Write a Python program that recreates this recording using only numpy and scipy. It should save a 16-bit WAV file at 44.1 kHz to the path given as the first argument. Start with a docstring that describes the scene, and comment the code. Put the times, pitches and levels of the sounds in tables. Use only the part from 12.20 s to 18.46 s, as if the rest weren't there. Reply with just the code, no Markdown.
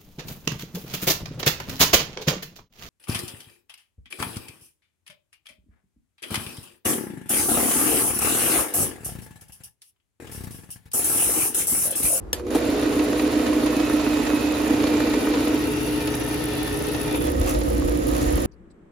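"""Drain-cleaning machine beside a house

An electric drain-cleaning machine is switched on and spins its coiled steel cable into a pipe.
The motor hums on mains and rotational lines, the belt drive thumps the housing once a turn, and
filtered noise gives the frame and the cable, which rattles, sings and ticks six times a turn.
The microphone starts at the machine, swings to a trench and ends under the floor, where the air rumbles."""
import sys
import numpy as np
from scipy import signal
from scipy.fft import rfft, irfft, next_fast_len
from scipy.io import wavfile
from scipy.ndimage import uniform_filter1d

SR = 44100
rng = np.random.default_rng(int(sys.argv[2]) if len(sys.argv) > 2 else 0)


def to_wav(s):
    """Save 16-bit WAV."""
    ch = np.atleast_2d(s).T  # columns
    pcm = np.round(np.clip(ch, -1, 1) * 32767)  # PCM
    wavfile.write(sys.argv[1], SR, pcm.astype(np.int16))


N = 276066
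T = np.arange(N) / SR  # time axis, s

MAINS_HZ = 60
MOTOR_HZ, FIRST_THUMP_S = 29.875, .3634
CABLE_HZ, FIRST_TICK_S = 10.433, .2949
RUN_UP_S, RUN_UP_DB = 0.22, 17.5  # the frame's sound rises by this much after the switch
PORT_LAG_S = 0.000187  # the coil's treble reaches the microphone's right port this much later
YARD_WET_DB, YARD_T60_S = -10, .11  # faint reflections from ground and wall
CUTOFF_HZ = 15900

# Motor hum at each place: line_hz (nominal), level_db (rms)
HUM_MACHINE = [(120, -43.5), (300, -30), (420, -36.5), (450, -43.5), (480, -39.5), (540, -45), (630, -42.5)]
HUM_TRENCH = [(120, -39), (150, -42.5), (300, -36.5), (420, -34), (480, -45), (540, -51.5)]
HUM_UNDER = [(120, -41), (150, -44.5), (210, -44), (270, -39.5), (300, -41.5), (360, -40.5), (450, -48),
             (480, -44.5), (540, -45.5)]
# Hum lines locked to half the mains rate, the others follow the motor: order (multiple)
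MAINS_ORDERS = (4, 5, 10, 16)
# Slow swell of the drone: time_s, housing_db, frame_db
DRONE = [(0.4, -4.5, 0), (1.5, 2.5, -0.5), (1.8, 2, -2.5), (2.35, 1.5, -2.5), (2.7, 0, 1), (3.85, 4, -1.5),
         (4.45, -1.5, -2), (5.4, 8, 4)]
# Growl of the starting current: line_hz, level_db (rms, before the swell)
GROWL = [(360, -31.5), (480, -29.5)]
# Swell of the growl: time_s, gain_db
GROWL_SWELL = [(0.13, -19), (0.19, -14), (0.255, -3), (0.33, -5), (0.4, -12), (0.5, -70)]
# One lap of the belt, a row for each of its four motor turns: thump_db, slap_db (of the cable)
BELT = [(-1, -11.5), (-1.5, -4), (-3, -38), (-7, -3.5)]
# Turns on which the thump has a set time and level: peak_s, peak_db
THUMPS = [(0.36, -12), (0.494, -16.5), (0.537, -14.5), (0.669, -18), (0.699, -17.5), (0.773, -11.5),
          (0.802, -14), (0.905, -13.5), (1.039, -18), (1.172, -15), (1.304, -18), (1.371, -17),
          (1.44, -13.5), (1.471, -16.5), (1.573, -13), (1.605, -14.5), (1.741, -16), (1.874, -14.5),
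          (2.005, -13), (2.141, -12), (2.245, -16), (2.511, -10), (2.542, -13.5), (2.609, -14),
          (2.647, -16), (2.815, -17), (2.914, -16.5), (2.979, -16), (3.048, -15.5), (3.077, -18),
          (3.11, -20), (3.18, -11), (3.21, -17), (3.279, -17), (3.345, -16.5)]
# Resonances of housing and frame: mode_hz, width_hz, machine_db, trench_db, under_floor_db
FRAME = [(153, 65, -35, -4, -3.5), (258.2, 50, 0.5, -0.5, 1.5), (309.6, 37.4, 3, 2, 3),
         (338.4, 101, 1.5, -2.5, 3), (421.7, 34.5, -0.5, 1, -2), (474, 70, 1.5, -3.5, 4.5)]
# Spectrum of the rattle at each place: pitch_hz, level_db (relative)
RATTLE_MACHINE = [(350, -24.5), (600, 1), (720, -2.5), (999, -8), (1220, -8), (2240, -14), (2460, -11),
                  (3180, -17.5), (4100, -13), (5300, -20.5), (7600, -21.5), (9880, -100)]
RATTLE_TRENCH = [(350, -50), (600, 3), (947, -1), (1030, -8), (1300, -2), (1610, -7), (1850, -3.5),
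                 (2630, -6), (3210, -8.5), (4100, -3), (7600, -25.5), (9880, -100)]
RATTLE_UNDER = [(350, -27), (600, 3.5), (1080, -8.5), (1250, -4), (1470, -11.5), (1800, -9), (2190, -13),
                (4660, -18.5), (7600, -20.5), (9880, -95)]
# Resonances of the steel cable at each place: mode_hz, width_hz, level_db (relative)
RING_MACHINE = [(1770, 150, -6.5), (3430, 42, -6), (3770, 56, -6), (4056, 81, -1), (7310, 60, -1)]
RING_TRENCH = [(925, 35, 0), (1325, 35, -5), (2374, 54, 0.5), (2570, 30, 3), (2750, 22, 3), (4000, 310, 0),
               (5820, 180, -9.5)]
RING_UNDER = [(1800, 62, -16), (6830, 89, -6.5)]
# Friction on the cable, slack, then taken up, at last guided into the pipe: time_s, gain_db
FRICTION = [(0.2, -5.5), (0.225, -17), (0.264, -13), (0.273, -4.5), (0.299, -9), (0.308, 1.5), (0.36, 4.5),
            (4.96, 5.5), (5.0, -1), (5.07, 5), (5.16, -2), (5.28, 6.5), (5.41, 0), (5.83, 0), (5.95, 4),
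            (6.26, 3)]
# Loud single clacks: the switch contact rebounding, the cable knocking, at last loud ticks of the coil:
# start_s, peak_db, treble_db (relative to the peak)
CLACKS = [(0.196, -32.5, -17), (0.267, -35.5, -9), (0.305, -32, -5), (0.931, -23, -12), (1.565, -25, -8),
          (1.698, -23, -12), (1.864, -26.5, -10), (1.97, -25, -11), (2.101, -21.5, -14), (2.132, -29, -9),
          (2.506, -24, -10), (2.639, -23, -7), (2.803, -21, -18), (2.937, -25.5, -13), (3.071, -24, -19),
          (3.171, -25, -18), (5.57, -37, -1.5), (5.621, -31, -23), (5.889, -36, 3.5), (5.95, -30, -2),
          (5.966, -31, -1), (6.017, -36, 1), (6.179, -33.5, 3)]
# Spectra of a clack and of its bright edge: pitch_hz, level_db (relative)
CLACK_COLOUR = [(450, -7), (700, -0.5), (1130, 6.5), (1800, -5.5), (2400, -10), (4000, -35)]
CLACK_EDGE = [(1700, -13), (2800, 4), (4200, -3), (7000, 6), (8300, -33), (10500, 5), (15000, -17)]
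# The cable sings briefly as it bends: start_s, end_s, start_hz, end_hz, level_db (rms)
SINGS = [(1.42, 2.44, 2550, 2550, -43.5), (1.543, 2.35, 1330, 1322, -48.5), (2.48, 3.218, 2400, 2370, -45),
         (3.18, 3.998, 2506, 2910, -50), (3.42, 3.822, 2775, 2735, -47), (3.703, 5.01, 1800, 1793, -46.5),
         (4.2, 4.6, 3450, 3430, -48), (4.75, 5.15, 3490, 3460, -50), (4.95, 5.38, 1874, 1856, -52),
         (5.95, 6.35, 1815, 1800, -52.5)]
# Where in each turn the coil catches: share (of the turn), level_db (relative)
COIL = [(0.163, 4), (0.328, 2), (0.517, -6), (0.637, 0.5), (0.824, -0.5), (0.955, -9)]
# Spectrum of the coil's ticks: pitch_hz, machine_db, trench_db, under_floor_db (relative)
TICK = [(6900, -2, -35, -24), (7210, -23, 8, -1), (9500, 9.5, 4.5, 0), (10130, 3.5, 12.5, 3),
        (11100, 0.5, 5, 0.5), (12400, -0.5, 5.5, -0.5), (14800, 4.5, 6, -0.5), (15400, -18, -8, -10)]
# The switch snaps over: start_s, level_db
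SWITCH = [(0.1299, -14.5)]
# Spectrum of the snap: pitch_hz, level_db (relative)
SWITCH_COLOUR = [(400, 4), (2300, -6), (3000, 5.5), (3700, 3), (4600, -7), (6600, 1), (9000, -14),
                 (11400, 8), (12800, -12)]
# Modes of the switch's metal case: mode_hz, level_db, t60_s
SWITCH_CASE = [(507, -27, 0.064), (1740, -26.5, 0.066), (3180, -37, 0.048), (4651, -33, 0.11),
               (5840, -19, 0.036), (7600, -22, 0.06), (11800, -33, 0.06)]
# The drive takes up its slack with a jolt: start_s, level_db
JOLT = [(0.345, -19)]
# The cable end scrapes the pipe mouth: start_s, length_s, level_db, ring_db (relative to the stroke)
SCRAPES = [(5.27, 0.063, -36, 18.5), (5.926, 0.067, -44.5, 3), (6.008, 0.057, -38, 6)]
# Resonances of the plastic rim: mode_hz, width_hz, level_db (relative)
RIM = [(1200, 60, 4.5), (2630, 57, 5), (5990, 150, -4), (7310, 89, -3)]
# Spectra of the low rumble and of the outdoor air: pitch_hz, level_db (relative)
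RUMBLE = [(20, -53), (36, -16), (50, 0.5), (68, 0.5), (90, -5.5), (125, -22.5), (200, -17)]
YARD_AIR = [(100, 6), (200, -9), (340, 4.5), (700, -10.5), (1100, -14), (3000, -33.5), (12000, -42)]
# Swells of the rumble: top_s, length_s, gain_db
SWELLS = [(4.54, 0.1, 6), (5.212, 0.12, 8.5), (5.38, 0.065, 7), (5.553, 0.3, 5), (5.688, 0.12, 7),
          (5.93, 0.063, 5.5), (6.08, 0.09, 7), (6.172, 0.13, 7.5)]
# Position of the microphone: time_s, place (0 machine, 1 trench, 2 under the floor)
PLACE = [(0, 0), (3.25, 0.18), (3.48, 0.94), (4.92, 1), (5.05, 2)]
# Stereo balance: time_s, left_minus_right_db
PAN = [(0.8, -2), (2.23, -3.5), (3.2, -1), (3.85, 0.5), (4.95, 0.5), (5.05, -3.5), (6.26, -3)]
# Base levels, a row for each place: thump_db, frame_db, rattle_db, tick_db, rumble_db
LEVELS = [(-19, -33, -35.5, -45.5, -39), (-29, -35.5, -39, -43, -38), (-28.5, -39, -34.5, -41.5, -29)]
# Correlation of left and right: pitch_hz, machine, trench, under_floor (-1 to 1)
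LIKENESS = [(130, 0.83, 0.77, 0.95), (286, 0.95, 0.46, -0.75), (660, 0.73, 0.45, -0.77),
            (1380, 0.18, 0.13, -0.64), (3100, 0.55, 0.15, 0.37), (6900, -0.006, 0.24, -0.096)]


def hum(places, housing_db, frame_db, waver_db=1.5, flutter_db=1.76, wobble=0.62, port_phase=0.5):
    """Harmonic radiation: magnetic lines on the mains, rotational ones on the motor, their levels wavering
    slowly."""
    out = np.zeros((2, N))
    for here, lines in zip(places, (HUM_MACHINE, HUM_TRENCH, HUM_UNDER)):
        for hz, db in lines:
            order = round(hz / MOTOR_HZ)
            line_hz = order * (MAINS_HZ / 2 if order in MAINS_ORDERS else MOTOR_HZ)
            phase = 2 * np.pi * line_hz * T + wobble * drift(6.4)
            swell_db = housing_db
            if line_hz != 5 * MAINS_HZ:
                # only the housing's own line keeps step with the thumps; higher lines come from the frame
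                ports = np.array([[-1], [1]])
                phase = phase + rng.uniform(0, 2 * np.pi) + port_phase * line_hz / 600 * ports
                swell_db = frame_db * (line_hz > 5 * MAINS_HZ)
            level_db = db + swell_db + waver_db * drift(3.4) + flutter_db * drift(33)
            out += here * np.sqrt(2) * from_db(level_db) * np.sin(phase)
    spun_up = np.clip((T - .2) / 0.18, 0, 1) ** 2
    return out * spun_up


def growl(wobble=0.67):
    """Magnetic force: the motor hums roughly, its phase unsteady, while it draws its starting current."""
    swell_db, = in_time(GROWL_SWELL)
    lines = sum(from_db(db) * np.sin(2 * np.pi * hz * T + wobble * drift(32)) for hz, db in GROWL)
    return np.sqrt(2) * from_db(swell_db) * lines


def motor_turns():
    """Periodic excitation: the time of each motor turn and its step in the lap of the belt."""
    times = np.arange(FIRST_THUMP_S, T[-1], 1 / MOTOR_HZ)
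    return times, np.array(BELT)[np.arange(len(times)) % len(BELT)]


def thumps(thump_db, rise_s=0.0075, lead_s=0.0043, uneven_db=1.5, phase_spread=0.58, housing_hz=288):
    """Driven resonance: each turn presses the motor on the housing, which booms near the mains phase."""
    times, belt = motor_turns()
    chance = rng.standard_normal((len(times), 2))
    peak_db = np.interp(times, T, thump_db) + belt[:, 0] + uneven_db * chance[:, 0]
    starts = times - lead_s
    for s, db in THUMPS:
        turn = np.argmin(abs(times - s))
        starts[turn], peak_db[turn] = s - rise_s, db
    mains_phase = 2 * np.pi * 5 * MAINS_HZ * (starts + rise_s)  # fifth harmonic at each peak
    phase = mains_phase + phase_spread * chance[:, 1]
    heights = from_db(peak_db) * np.exp(1j * phase)
    return np.imag(bursts(starts, heights, rise_s, housing_hz))


def slaps(depth, rise_s, lead_s, uneven_db):
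    """Amplitude modulation: the shaking is hardest just ahead of each thump; mean power 1."""
    times, belt = motor_turns()
    strength = from_db(belt[:, 1] + uneven_db * np.clip(rng.standard_normal(len(times)), -2, 1))
    return rms_one(1 + depth * bursts(times - lead_s, strength, rise_s))


def lapping(noise, repeats):
    """Cyclic excitation: the worn belt shakes alike on each lap; repeats is the lap-to-lap likeness."""
    lap, repeats = round(SR * len(BELT) / MOTOR_HZ), np.clip(repeats, 0, 1)
    out = noise.copy()
    for i in range(lap, N, lap):
        previous = out[:, i - lap:i][:, :N - i]
        out[:, i:i + lap] = repeats * previous + np.sqrt(1 - repeats ** 2) * noise[:, i:i + lap]
    return out


def frame(places, frame_db):
    """Modal response: belt, bearings and cable shake the housing and tubular frame at their resonances."""
    shaking = lapping(placed_noise(places), repeats=0.74)
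    shaking = shaking * slaps(depth=0.53, rise_s=0.005, lead_s=0.01, uneven_db=10.5)
    out = np.zeros((2, N))
    for hz, width, *place_db in FRAME:
        mode = evened(resonate(resonate(shaking, hz, width), hz, width), span_s=0.255)
        out += mode * sum(here * from_db(db) for here, db in zip(places, place_db))
    return from_db(frame_db) * out


def rattle(places, rattle_db, ring_db=4.0, swell_db=4.0):
    """Impact noise: dense steel contacts excite cable modes, which swell and fade as the cable whips."""
    contacts = rms_one(5.5 + grains(per_s=600, spread_db=-1.0, rise_s=0.00034))
    shaken = slaps(depth=0.43, rise_s=0.0051, lead_s=0.0071, uneven_db=11.0)
    pressure = contacts * shaken * from_db(rattle_db)
    force = pressure * lapping(placed_noise(places), repeats=0.35)
    spectra = (RATTLE_MACHINE, RATTLE_TRENCH, RATTLE_UNDER)
    modes = (RING_MACHINE, RING_TRENCH, RING_UNDER)
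    out = np.zeros((2, N))
    for here, spectrum, rings in zip(places, spectra, modes):
        steel = np.zeros((2, N))
        for hz, width, db in rings:
            steel += from_db(db + ring_db + swell_db * drift(4.9)) * resonate(force, hz, width)
        out += here * (colour(force, spectrum) + steel)
    return out


def clacks(near, turn_db=-30.0, uneven_db=2.5, lead_s=0.00544, rise_s=0.0012):
    """Impact: loud single clacks and, at the machine, a light one ahead of each thump."""
    s, db, treble_db = np.transpose(CLACKS)
    times, belt = motor_turns()
    chance_db = uneven_db * np.clip(rng.standard_normal(len(times)), -2, 1)
    light = np.interp(times, T, near) * from_db(turn_db + belt[:, 1] + chance_db)
    contact = np.maximum(bursts(s, from_db(db), rise_s), bursts(times - lead_s, light, rise_s))
    edge = bursts(s, from_db(db + treble_db), rise_s)
    blow = colour(contact * stereo_noise(alike=0.72), CLACK_COLOUR)
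    return blow + colour(edge * stereo_noise(alike=0.56), CLACK_EDGE)


def singing(fade_s=0.13, wobble=0.82, flutter_db=2.5, port_phase=0.92):
    """Self-sustained vibration: rubbing keeps one cable mode ringing unsteadily, its pitch set by the bend."""
    out = np.zeros((2, N))
    for start, end, start_hz, end_hz, db in SINGS:
        pitch_hz = np.interp(T, [start, end], [start_hz, end_hz])
        phase = 2 * np.pi * np.cumsum(pitch_hz) / SR + wobble * drift(24)
        fade = np.clip(np.minimum(T - start, end - T) / fade_s, 0, 1)
        level = fade * from_db(db + flutter_db * drift(23))
        apart = port_phase * drift(11.0) * np.array([[.5], [-.5]])
        on = level > 0
        out[:, on] += np.sqrt(2) * level[on] * np.sin(phase[on] + apart[:, on])
    return out


def ticks(places, tick_db, rise_s=0.0022, uneven_db=3.0, hiss=0.38, near_hiss=0.52, jitter_s=0.00018):
    """Stick and slip: the turning coil catches six times a turn over the fine hiss of sliding wire."""
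    turns = np.arange(FIRST_TICK_S, T[-1], 1 / CABLE_HZ)
    catch_rows = [(s + share / CABLE_HZ, db) for s in turns for share, db in COIL]
    times, db = np.transpose([row for row in catch_rows if row[0] < T[-1]])
    chance = rng.standard_normal((len(times), 2))
    heights = from_db(db + uneven_db * np.clip(chance[:, 1], -2, 1))
    catches = bursts(times - rise_s + jitter_s * chance[:, 0], heights, rise_s)
    sliding = (hiss + near_hiss * places[0]) * from_db(2.5 * drift(36))
    friction = np.hypot(catches, sliding)
    force = evened(friction * rng.standard_normal((1, N)), span_s=0.37)
    hz, *colours = np.transpose(TICK)
    heard = sum(here * colour(force, np.c_[hz, db])[0] for here, db in zip(places, colours))
    return from_db(tick_db) * heard


def switch(snap_s=0.00087, tail_db=-17.5, tail_t60=0.12, scatter_db=1.0, lag_s=0.00006):
    """Impulse response: a snap rings the metal case; the direct sound reaches the right port later."""
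    s, db = SWITCH[0]
    age = np.maximum(T - s, 0)
    tail = from_db(tail_db - 60 * age / tail_t60) * (T > s)
    shape = bursts([s], [1.], snap_s) + tail
    direct = right_late(rng.standard_normal(N), lag_s)
    noise = direct + from_db(scatter_db) * rng.standard_normal((2, N))
    case = np.zeros(N)
    for hz, mode_db, t60 in SWITCH_CASE:
        case += from_db(mode_db - 60 * np.minimum(age / t60, 10)) * np.sin(2 * np.pi * hz * age)
    return colour(from_db(db) * shape * noise, SWITCH_COLOUR) + right_late(case, lag_s)


def jolt(rise_s=0.0099):
    """Transient load: as the motor gets going the drive grabs and the whole machine shudders."""
    s, db = np.transpose(JOLT)
    shudder = bursts(s, from_db(db), rise_s) * stereo_noise(alike=0.8)
    spectrum = [(250, 9), (500, 10), (1100, 2), (1600, -13), (5000, -16.5), (10500, -17), (15000, -25)]
    return colour(shudder, spectrum)


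def scrape():
    """Friction excitation: the wire tip drags over the plastic rim in grainy strokes that ring the rim."""
    strokes, ringing = np.zeros(N), np.zeros(N)
    for s, length, db, ring_db in SCRAPES:
        stroke = from_db(db) * np.interp(T, [s, s + length / 10, s + length], [0, 1, 0])
        strokes += stroke
        ringing += stroke * from_db(ring_db)
    catching = grains(per_s=1600, spread_db=2, rise_s=.0003) * stereo_noise(alike=.8)
    rings = sum(from_db(db) * resonate(ringing * catching, hz, width) for hz, width, db in RIM)
    spectrum = [(900, -6), (2500, 0), (6000, -2), (11000, -4), (15000, -21)]
    return colour(strokes * catching, spectrum) + rings


def yard(x, wet_db, t60):
    """Reflection: decaying echoes from ground and wall, different in each channel, join the direct sound."""
    age = T[:SR // 4]
    decay = from_db(-60 * age / t60) * (age > .002)  # no echo in the first 2 ms
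    echoes = rng.standard_normal((2, len(age))) * decay
    echoes *= from_db(wet_db) / np.linalg.norm(echoes, axis=1, keepdims=True)
    reflected = signal.oaconvolve(x, echoes, axes=1)[:, :N]
    return (x + reflected) / np.hypot(1, from_db(wet_db))


def air(under, rumble_db, cavity_hz=55, cavity_width_hz=14, cavity_db=5.5):
    """Cavity resonance: a swelling rumble booms in the space under the floor, over a faint outdoor wash."""
    swell_db = sum(db * np.clip(1 - (2 * (T - s) / length) ** 2, 0, 1) for s, length, db in SWELLS)
    shared = colour(stereo_noise(alike=1.0), RUMBLE, size=16384)
    cavity = rms_one(resonate(shared, cavity_hz, cavity_width_hz))
    rumble = colour(stereo_noise(alike=0.96), RUMBLE, size=16384) + under * from_db(cavity_db) * cavity
    wash = from_db(-41.5) * colour(stereo_noise(alike=0.063), YARD_AIR)
    return from_db(rumble_db + swell_db) * evened(rumble, span_s=0.087) + wash


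def from_db(db):
    """Logarithmic level: turns decibels into an amplitude ratio."""
    return 10 ** (np.asarray(db) / 20)


def rms_one(x):
    """Normalisation: scales a signal to unit mean power."""
    return x / np.sqrt(np.mean(x ** 2) + 1e-20)


def evened(x, span_s):
    """Level control: dividing by the moving rms takes the slow swells out of a noise; rms near 1."""
    power = uniform_filter1d(np.mean(x ** 2, axis=0), max(2, int(span_s * SR)))
    return x / np.sqrt(power + 1e-12)


def in_time(rows):
    """Linear interpolation: each column of a table as a curve in time."""
    s, *columns = np.transpose(rows)
    return [np.interp(T, s, c) for c in columns]


def drift(rate_hz):
    """Low-pass noise: smooth chance with spread 1, from two equal poles at a fortieth of the sample rate."""
    r = np.exp(-80 * np.pi * rate_hz / SR)
    white = rng.standard_normal(N // 40 + 2002)
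    slow = signal.lfilter([1], [1, -2 * r, r * r], white)[2000:]  # drop the settling
    return np.interp(np.arange(N) / 40, np.arange(len(slow)), rms_one(slow))


def colour(x, points, size=4096):
    """Minimum-phase filtering: a causal filter of the given spectrum; white noise keeps its power."""
    hz, db = np.transpose(points)
    octave = np.log2(np.maximum(np.fft.rfftfreq(size, 1 / SR), 1))
    outside = np.abs(octave - np.clip(octave, np.log2(hz[0]), np.log2(hz[-1])))
    # beyond the end points the gain falls 30 dB an octave, for two octaves
    gain = from_db(np.interp(octave, np.log2(hz), db) - 30 * np.minimum(outside, 2))
    cepstrum = irfft(np.log(gain))[:size // 2]
    cepstrum[1:] *= 2  # folding the cepstrum makes the phase minimal
    response = irfft(np.exp(rfft(cepstrum, size)))
    return signal.oaconvolve(np.atleast_2d(x), response[None] / np.linalg.norm(response), axes=1)[:, :N]


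def resonate(x, hz, width_hz):
    """Damped oscillator: one resonance, gain 1 on top."""
    r = np.exp(-np.pi * width_hz / SR)
    zeros = np.array([1, 0, -1]) * (1 - r * r) / 2
    poles = [1, -2 * r * np.cos(2 * np.pi * hz / SR), r * r]
    return signal.lfilter(zeros, poles, x)


def bursts(times, heights, rise_s, ring_hz=None):
    """Superposition: contacts swell for rise_s and die away; with ring_hz they ring as they do."""
    marks = np.zeros(N, np.asarray(heights).dtype)
    np.add.at(marks, np.clip((np.asarray(times) * SR).astype(int), 0, N - 1), heights)
    age = T[:SR // 8]
    shape = (age / rise_s * np.exp(1 - age / rise_s)) ** 2
    if ring_hz:
        shape = shape * np.exp(2j * np.pi * ring_hz * (age - rise_s))
    return signal.oaconvolve(marks, shape)[:N]


def grains(per_s, spread_db, rise_s):
    """Poisson process: the envelope of random tiny impacts of uneven size; rms 1."""
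    count = int(10 * per_s)
    times = np.cumsum(rng.exponential(1 / per_s, count))
    sizes = from_db(spread_db * np.minimum(rng.exponential(1, count), 3))
    return rms_one(bursts(times, sizes * (times < T[-1]), rise_s))  # none beyond the end


def stereo_noise(alike):
    """Coherence: white noise in two channels with the given correlation."""
    alike = np.clip(alike, 0, 1)
    return np.sqrt(alike) * rng.standard_normal(N) + np.sqrt(1 - alike) * rng.standard_normal((2, N))


def placed_noise(places):
    """Spectral coherence: stereo noise whose channels are as alike, pitch by pitch, as at each place."""
    size = next_fast_len(N)
    hz, *columns = np.transpose(LIKENESS)
    pitch = np.log(np.maximum(np.fft.rfftfreq(size, 1 / SR), 1))
    white, out = rfft(rng.standard_normal((2, size))), 0
    for here, column in zip(places, columns):
        alike = np.clip(np.interp(pitch, np.log(hz), column), -1, 1)
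        shares = np.sqrt([(1 + alike) / 2, (1 - alike) / 2])
        mid, side = irfft(white * shares, size)[:, :N]
        out = out + here ** 2 * np.array([mid + side, mid - side])
    return out


def right_late(x, lag_s):
    """Travel time: the same sound in both channels, the right one a little later."""
    size = next_fast_len(N + SR // 100)
    turn = np.exp(-2j * np.pi * np.fft.rfftfreq(size, 1 / SR) * lag_s)
    return np.array([x, irfft(rfft(x, size) * turn, size)[:N]])


def scene():
    """Superposition of sources: the machine heard from three places, with switch, jolt, scrape and air."""
    place, = in_time(PLACE)
    places = [np.sqrt(np.clip(1 - abs(place - k), 0, 1)) for k in range(3)]  # equal-power blend
    levels_db = [np.interp(place, range(3), column) for column in np.transpose(LEVELS)]
    thump_db, frame_db, rattle_db, tick_db, rumble_db = levels_db
    housing_swell_db, frame_swell_db = in_time(DRONE)
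    friction_db, = in_time(FRICTION)
    pan_db, = in_time(PAN)
    switch_s = SWITCH[0][0]
    starting = np.clip(1 - (T - switch_s) / RUN_UP_S, 0, 1)

    body = hum(places, housing_swell_db, frame_swell_db) + growl()
    body = body + thumps(thump_db + housing_swell_db)
    body = body + frame(places, frame_db + frame_swell_db - RUN_UP_DB * starting)
    contacts = rattle(places, rattle_db + friction_db) + clacks(places[0])
    clatter = yard(contacts, YARD_WET_DB, YARD_T60_S) + singing()
    treble = right_late(ticks(places, tick_db + friction_db), PORT_LAG_S)
    machine = (body + clatter) * from_db(pan_db * [[.5], [-.5]]) + treble
    return machine * (T > switch_s) + switch() + jolt() + scrape() + air(places[2], rumble_db)


def record(dry):
    """Saturation and band limit: the highest peaks are rounded and the top is cut steeply."""
    rounded = dry / (1 + np.abs(dry / .48) ** 4) ** (1 / 4)
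    return signal.sosfilt(signal.ellip(10, .2, 80, CUTOFF_HZ, fs=SR, output="sos"), rounded)


dry = scene()
out = record(dry)
to_wav(out)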